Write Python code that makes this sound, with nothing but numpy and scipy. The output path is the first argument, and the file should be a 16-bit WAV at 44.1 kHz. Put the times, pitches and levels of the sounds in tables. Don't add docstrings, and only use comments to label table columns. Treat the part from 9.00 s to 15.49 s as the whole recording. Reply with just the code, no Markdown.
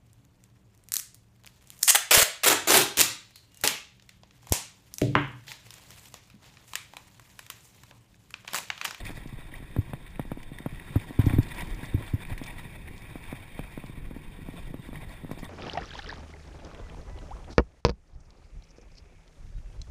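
import sys
import numpy as np
from scipy import signal
from scipy.io import wavfile
from scipy.ndimage import uniform_filter1d, map_coordinates

SR = 44100
rng = np.random.default_rng(int(sys.argv[2]) if len(sys.argv) > 2 else 0)


def boost(x):
    u = np.asarray(x, float) / 20
    return 10 ** u


def wav_out(sig):
    wavfile.write(sys.argv[1], SR, np.round(np.clip(np.atleast_2d(sig).T, -1, 1) * 32767).astype(np.int16))


N = 286209

# centre_hz, width_hz (of each of two stages)
RESONANCES = [(600, 300), (780, 200), (940, 170), (1100, 150), (1350, 230), (1640, 280), (1920, 270),
              (2280, 240), (2510, 220), (2760, 140), (2990, 240), (3210, 200), (3520, 200), (3670, 200),
              (3830, 200), (4250, 420)]
# start_s, case_db, mount_swing_db, crack_db
JOLTS = [(0.783, -23, -20.5, -53), (1.957, -17, -18.5, -36), (2.189, -14.5, -15.5, -40),
         (2.237, -28, -26.5, -54), (2.264, -15, -17, -63), (2.301, -27, -28, -50), (2.333, -18, -21.5, -49),
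         (2.362, -29, -26, -55), (2.384, -12.5, -16, -41), (2.942, -21, -21, -66.5),
         (2.976, -49, -33.5, -51), (3.135, -23, -22, -58), (3.313, -34, -32, -58)]
# start_s, case_db, crack_db
TAPS = [(0.092, -40, -42), (0.102, -38, -42), (0.174, -42, -43), (0.762, -27.5, -32), (0.932, -36, -31),
        (1.193, -25, -30), (1.25, -38, -48), (1.315, -27, -31.5), (1.659, -25.5, -30), (2.105, -30.5, -45),
        (3.007, -34.5, -44), (3.413, -29.5, -41), (4.154, -32, -42), (4.325, -30.5, -36.5),
        (4.59, -30.5, -33), (4.774, -30.5, -37.5), (4.837, -37, -40.5), (5.108, -34, -46),
        (5.485, -30.5, -43.5), (5.74, -29.5, -39.5), (5.928, -37, -42.5), (6.029, -50, -46),
        (6.245, -32, -44.5), (6.292, -37.5, -44), (6.311, -29.5, -34), (6.33, -43, -45), (6.428, -33, -45)]


def tyres(crunch_db, hiss_db):
    lean_s, lean_width_s, lean_whirr_db, upright_whirr_db = 4.33, 1, 4.5, -0.5
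    clumps = drift(30)
    middle_db, bright_db, dull_db = scuffing()
    born = rng.random(N) < 1500 * boost(3 * clumps) / SR
    sizes = boost(4.4 * np.minimum(rng.exponential(1, N), 5))
    grit = rms_one(born * sizes * rng.choice([-1, 1], N))
    grit = grit * boost(0.89 * middle_db)
    dealt = rng.integers(0, len(RESONANCES), N)
    rolling = boost(1.61 * clumps) * rng.standard_normal(N)

    lean = np.exp(-((np.arange(N) / SR - lean_s) / lean_width_s) ** 2)
    whirr = boost(upright_whirr_db + lean_whirr_db * lean)
    drives = []
    for k, (hz, _) in enumerate(RESONANCES):
        scuff_db = dull_db if hz < 1250 else middle_db
        level_db = 2.0 * drift(21.5) + 0.34 * drift(2.1) + 0.59 * scuff_db
        drive = boost(level_db) * (rolling + 0.1 * grit + 1.36 * grit * (dealt == k))
        drives.append(drive * whirr if 2200 < hz < 2600 else drive)

    leaves = boost(1.0 * drift(25)) * rms_one(band(rolling + 0.27 * grit, 4330, 5576))
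    return boost(crunch_db + 16.5) * housing(drives) + boost(hiss_db + 2.5 + 0.58 * bright_db) * leaves


def scuffing():
    # start_s, length_s, gain_db (over the roll), bite (depth 0-2)
    scuffs = [(0.0, 0.014, 13, 0.99), (0.045, 0.075, 10, 0), (0.151, 0.043, 9, 1.1), (0.31, 0.084, 1.5, 0),
              (0.384, 0.034, 3.5, 0.58), (0.533, 0.055, 7, 1), (1.062, 0.017, 9.5, 0), (1.577, 0.041, 5, 0),
              (2.187, 0.053, 7.5, 1.4), (2.252, 0.061, 7.6, 1.8), (2.316, 0.039, 7, 1.2),
              (2.507, 0.019, 7.5, 0), (2.569, 0.059, 8, 0.93), (2.828, 0.025, 7, 0.75),
              (2.996, 0.061, 5.1, 1.7), (3.062, 0.017, 9, 0.25), (3.203, 0.033, 9, 1.1),
              (3.296, 0.036, 9.5, 1.5), (3.423, 0.09, 6.5, 1.3), (3.577, 0.022, 9.5, 1.02),
              (3.748, 0.019, 8, 0.88), (3.87, 0.024, 6.5, 0.88), (4.225, 0.0577, 4.1, 0.19),
              (5.561, 0.037, 7.5, 1.7), (5.81, 0.037, 6, 0), (5.937, 0.037, 7.5, 1.9),
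              (6.0, 0.0379, 6, 1.7), (6.086, 0.056, 8, 1.75), (6.37, 0.029, 7.9, 2.1),
              (6.427, 0.039, 9.5, 1.4)]
    # start_s, length_s, gain_db (over the hiss)
    swishes = [
        (0.04, 0.163, 9),
        (3.96, 0.0405, 11),
        (6.1, 0.036, 7),
        (6.387, 0.036, 24),
    ]
    bright_share = 0.7
    extra_db = np.zeros((3, N))
    for s, length_s, db, bite in scuffs:
        span = slice(round(s * SR), round((s + length_s) * SR))
        extra_db[:, span] = db * np.array([[1], [bright_share], [bite]])
    for s, length_s, db in swishes:
        extra_db[1, round(s * SR):round((s + length_s) * SR)] += db
    return uniform_filter1d(extra_db, size=300, axis=1)


def housing(drives):
    strengths_db = [-7, -7.5, -3.5, -7.5, -9.5, -9.5, -2, -5, -6.5, -11, -15, -11.5, -7, -10.5, -12, -23]
    out = 0
    for k, (x, (hz, width_hz), db) in enumerate(zip(drives, RESONANCES, strengths_db)):
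        out = out + (-1) ** k * boost(db) * resonance(resonance(x, hz, width_hz), hz, width_hz)
    return out


def snaps():
    # start_s, peak_db
    snap_rows = [(0.0503, -34), (0.7093, -40), (1.0615, -35), (1.1553, -36), (1.2121, -35.5), (1.4002, -40),
                 (1.4296, -35), (1.584, -34.5), (1.6906, -39), (1.7439, -37), (1.7958, -34), (1.9964, -32),
                 (2.295, -24.5), (2.3266, -34), (2.3825, -32.5), (2.5147, -30), (2.5808, -41),
                 (2.7087, -35), (2.829, -39), (3.0225, -38), (3.0759, -30.5), (3.2016, -38.5),
                 (3.249, -33.5), (3.3757, -32), (3.4745, -41), (3.5803, -35), (3.5997, -38),
                 (3.8761, -35.5), (4.0981, -40), (5.9349, -43.5)]
    pitch_hz, spread_hz, tap_click_db = 1920, 380, -4
    out = np.full(N, 1e-18)
    rows = snap_rows + [(s + 0.000974, crack_db + tap_click_db) for s, _, crack_db in TAPS]
    pitches_hz = pitch_hz + spread_hz * rng.uniform(-1, 1, len(rows))
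    for (s, _), hz, burst in zip(rows, pitches_hz, bursts(rows, 0.011)):
        add(out, s, 0.16 * burst + resonance(burst, hz, 1730))
    return boost(15.5) * housing([out] * len(RESONANCES))


def ticks():
    # start_s, peak_db
    tick_rows = [(0.0508, -44), (0.1067, -50), (0.1506, -57), (0.273, -52), (1.1024, -59), (1.4286, -50),
                 (1.5853, -53.5), (1.9934, -57.5), (2.258, -43), (2.429, -44), (2.4857, -46.5),
                 (2.5456, -51), (2.581, -50), (2.6065, -46), (2.6718, -53), (2.7028, -52), (2.7442, -49),
                 (2.8557, -47.5), (3.0634, -52.5), (3.2695, -58), (3.3796, -47), (3.437, -44), (3.465, -49),
                 (3.978, -50.5), (4.0193, -55.5), (4.8609, -54.5), (6.3131, -50), (6.4413, -46.5)]
    out = np.full(N, 1e-18)
    for (s, _), burst in zip(tick_rows, bursts(tick_rows, 0.028, rise_s=0.00065)):
        add(out, s, burst)
    return boost(12.5) * band(out, 2300, 6100)


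def knocks():
    jolt_signs = [-1, 1, -1, -1, 1, 1, -1, -1, 1, -1, -1, -1, 1]
    mount_hz, mount_t60_s, mount_rise_s = 102, 0.056, 0.0063
    case_hz, case_t60_s, case_rise_s = 273, 0.042, 0.0021
    out, split = np.zeros(N), crack()
    spots = 1 + 0.04 * rng.standard_normal((len(JOLTS), 2))
    for (s, case_db, mount_db, crack_db), sign, spot in zip(JOLTS, jolt_signs, spots):
        swing = mode(mount_hz * spot[0], mount_t60_s, mount_rise_s)
        ring = mode(case_hz * spot[1], case_t60_s, case_rise_s)
        add(out, s, sign * (boost(mount_db + 7.5) * swing + boost(case_db + 0.5) * ring))
        add(out, s, sign * boost(crack_db + 7.5) * split)

    nudge = mode(133.85, t60_s=0.049, rise_s=0.0035)
    rap = mode(263.6, t60_s=0.027, rise_s=0.001)
    for s, case_db, crack_db, swing_db in taps():
        add(out, s + 0.001346, -boost(crack_db + 4) * split)
        add(out, s + 0.0017, boost(swing_db + 5.5) * nudge - boost(case_db + 2.0) * rap)
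    return out


def taps():
    # start_s, case_db, swing_db
    bumps = [(0.256, -37, -38.5), (0.324, -41.5, -38.5), (0.333, -55, -36.5), (0.385, -40, -47),
             (0.523, -39.5, -60), (0.6, -42.5, -57.5), (0.623, -39.5, -45), (0.891, -44.5, -39),
             (1.371, -31.5, -52), (1.515, -36, -39), (1.601, -35.5, -42), (1.723, -51, -36),
             (1.901, -58, -35), (2.475, -50, -53), (2.628, -44, -34.5), (2.789, -37.5, -42),
             (2.828, -34.5, -35), (3.651, -51, -38), (4.894, -38, -41), (4.973, -44, -40.5),
             (5.162, -31.5, -55), (5.388, -40, -60), (5.537, -40, -47), (5.703, -40, -38),
             (5.791, -42.5, -39), (5.887, -32.5, -51), (5.963, -48, -38), (5.983, -47, -41),
             (6.233, -41, -38), (6.373, -35.5, -42)]
    hard = [(s, case_db, crack_db, crack_db) for s, case_db, crack_db in TAPS]
    soft = [(s, case_db, case_db - 19, swing_db) for s, case_db, swing_db in bumps]
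    return hard + soft


def mode(hz, t60_s, rise_s):
    t = np.arange(round(0.12 * SR)) / SR
    swing = (1 - np.exp(-(t / rise_s) ** 2)) * boost(-60 * t / t60_s) * np.sin(2 * np.pi * hz * t)
    return swing / np.max(np.abs(swing))


def crack(start_hz=2300, end_hz=420, fall_s=0.000731, peak_s=0.0013):
    t = np.arange(round(0.02 * SR)) / SR
    turns = end_hz * t + (start_hz - end_hz) * fall_s * (1 - np.exp(-t / fall_s))
    envelope = (t / peak_s * np.exp(1 - t / peak_s)) ** 1.34
    return -envelope * np.sin(2 * np.pi * turns)


def rattle():
    out = np.full(N, 1e-18)
    rows = [(s, crack_db + 1.5) for s, _, _, crack_db in JOLTS]
    rows += [(s, crack_db - 13) for s, _, crack_db, _ in taps()]
    for (s, _), burst in zip(rows, bursts(rows, 0.058)):
        add(out, s + 0.00151, burst)
    return boost(16.0) * band(out, 350, 1170)


def rumble(level_db):
    # centre_hz, level_db (per Hz)
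    spectrum = [(35, -35), (60, 1), (145, 1), (226, -8), (295, -7), (378, -12.5), (509, -20.5), (700, -29),
                (910, -52), (1540, -120)]
    sizes = boost(4.8 * np.minimum(rng.exponential(1, N), 4))
    bumps = (rng.random(N) < 90 / SR) * sizes * rng.choice([-1, 1], N)
    drive = rms_one(bumps) * 0.26 + rng.standard_normal((2, N))
    hz, db = np.transpose(spectrum)
    edges_hz = 65 * 2 ** np.arange(0, 4, 0.5)
    out = 0
    for k, (low_hz, high_hz) in enumerate(zip(edges_hz, edges_hz[1:])):
        band_db = np.interp(np.log(low_hz * high_hz) / 2, np.log(hz), db)
        out = out + boost(band_db) * band(drive[k % 2], low_hz, high_hz)
    return boost(level_db + 0.5 + 1.4 * drift(42)) * rms_one(out)


def wind(level_db):
    noise = band(band(rng.standard_normal(N), 10, 60), 6.6, 37)
    lumps = np.sqrt(uniform_filter1d(noise ** 2, size=4000))
    return boost(level_db - 1.5) * noise / (lumps + 0.37 * np.mean(lumps))


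def heaving():
    # top_s, level_db, sink_s (per 10 dB)
    heaves = [(0.0, -29, 0.1), (0.16, -38, 1.8), (0.38, -36, 0.2), (0.52, -38, 1), (0.78, -39, 1),
              (1.28, -35.5, 0.33), (1.45, -35.5, 0.15), (1.75, -34, 0.08), (1.97, -41, 0.6),
              (2.28, -25, .05), (2.39, -22, .05), (2.65, -31.5, 0.18), (2.73, -25.5, 0.05),
              (2.95, -32, .09), (3.13, -32.5, 0.08), (3.34, -28.5, 0.1), (3.56, -36, 0.16),
              (3.85, -38, 0.36), (4.12, -42, 1.3), (4.28, -32.5, 0.03), (4.62, -34.5, .12),
              (4.79, -37.5, .15), (5.05, -30, 0.12), (5.28, -31, 0.02), (5.51, -37.5, 0.34),
              (5.67, -32, 0.1), (5.95, -35, .12), (6.07, -35, 0.11), (6.49, -36.5, 0.4)]
    t = np.arange(N) / SR
    level_db = np.full(N, -50.0)
    for s, db, sink_s in heaves:
        level_db = np.maximum(level_db, db - 10 * np.abs(t - s) / sink_s)
    return level_db


def rms_one(x):
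    return x / np.sqrt(np.mean(x ** 2) + 1e-20)


def in_time(rows):
    s, *columns = np.transpose(rows)
    return [np.interp(np.arange(N) / SR, s, c) for c in columns]


def drift(rate_hz):
    r = np.exp(-80 * np.pi * rate_hz / SR)
    slow = signal.lfilter([1], [1, -2 * r, r * r], rng.standard_normal(N // 40 + 2002))[2000:]
    return np.interp(np.arange(N) / 40, np.arange(len(slow)), rms_one(slow))


def band(x, low_hz, high_hz):
    return signal.sosfilt(signal.butter(2, [low_hz, high_hz], "band", fs=SR, output="sos"), x)


def resonance(x, hz, width_hz):
    r = np.exp(-np.pi * width_hz / SR)
    poles = [1, -2 * r * np.cos(2 * np.pi * hz / SR), r * r]
    return (1 - r * r) / 2 * signal.lfilter([1, 0, -1], poles, x)


def bursts(rows, t60_s, rise_s=0.00023):
    t = np.arange(round(0.05 * SR)) / SR
    noise = rng.standard_normal((len(rows), len(t)))
    return noise * boost(np.array(rows)[:, 1:2] - 60 * t / t60_s) * (1 - np.exp(-t / rise_s))


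def add(out, s, pulse):
    i = round(s * SR)
    out[i:i + len(pulse)] += pulse[:N - i]


def scene():
    # time_s, crunch_db (looseness), bumpy_db (extra frame shake)
    ride = [(0.0, -54, 5.5), (0.3, -56, -4), (0.8, -55.5, 0.5), (1.12, -57, -1), (1.55, -57, -0.5),
            (1.9, -52, 3), (2.15, -52, 4), (2.45, -48, 4), (2.85, -51.5, 4), (3.25, -55, 1.5),
            (3.52, -53.5, 1), (3.9, -55.5, 3.5), (4.35, -53.5, 1), (4.7, -54, -1), (5.12, -58.5, 1.5),
            (5.6, -55.5, 2.5), (6.08, -56, 0.5), (6.49, -57, 1.5)]
    crunch_db, bumpy_db = in_time(ride)
    loose_db = crunch_db + 55
    heave_db = heaving()
    shake_db = uniform_filter1d(heave_db, size=5000) - heave_db.mean()
    bite_db = scuffing()[2]
    frame = rumble(-48.5 + bumpy_db + 0.2 * bite_db + 0.34 * shake_db)
    ground = frame + tyres(crunch_db, hiss_db=-73 + 1.065 * loose_db) + snaps() + ticks()
    return (wind(heave_db) + ground + knocks() + rattle())[None]


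def roll_off(x):
    return signal.sosfilt(signal.butter(12, 15680, fs=SR, output="sos"), x)


def record(dry):
    clock_hz, guard_hz, top_hz = 12000, 5860, 15300
    guarded = signal.sosfilt(signal.ellip(6, 0.5, 40, guard_hz, fs=SR, output="sos"), dry[0])
    instants = np.arange(N * clock_hz // SR + 2) * SR / clock_hz
    slow = map_coordinates(guarded, [instants], order=3, mode="nearest")
    held = signal.resample_poly(np.repeat(slow, 4), SR, 4 * clock_hz)[None, :N]
    cut = signal.sosfilt(signal.ellip(10, 0.5, 70, top_hz, fs=SR, output="sos"), held)
    return roll_off(cut)


dry = scene()
out = record(dry)
wav_out(out)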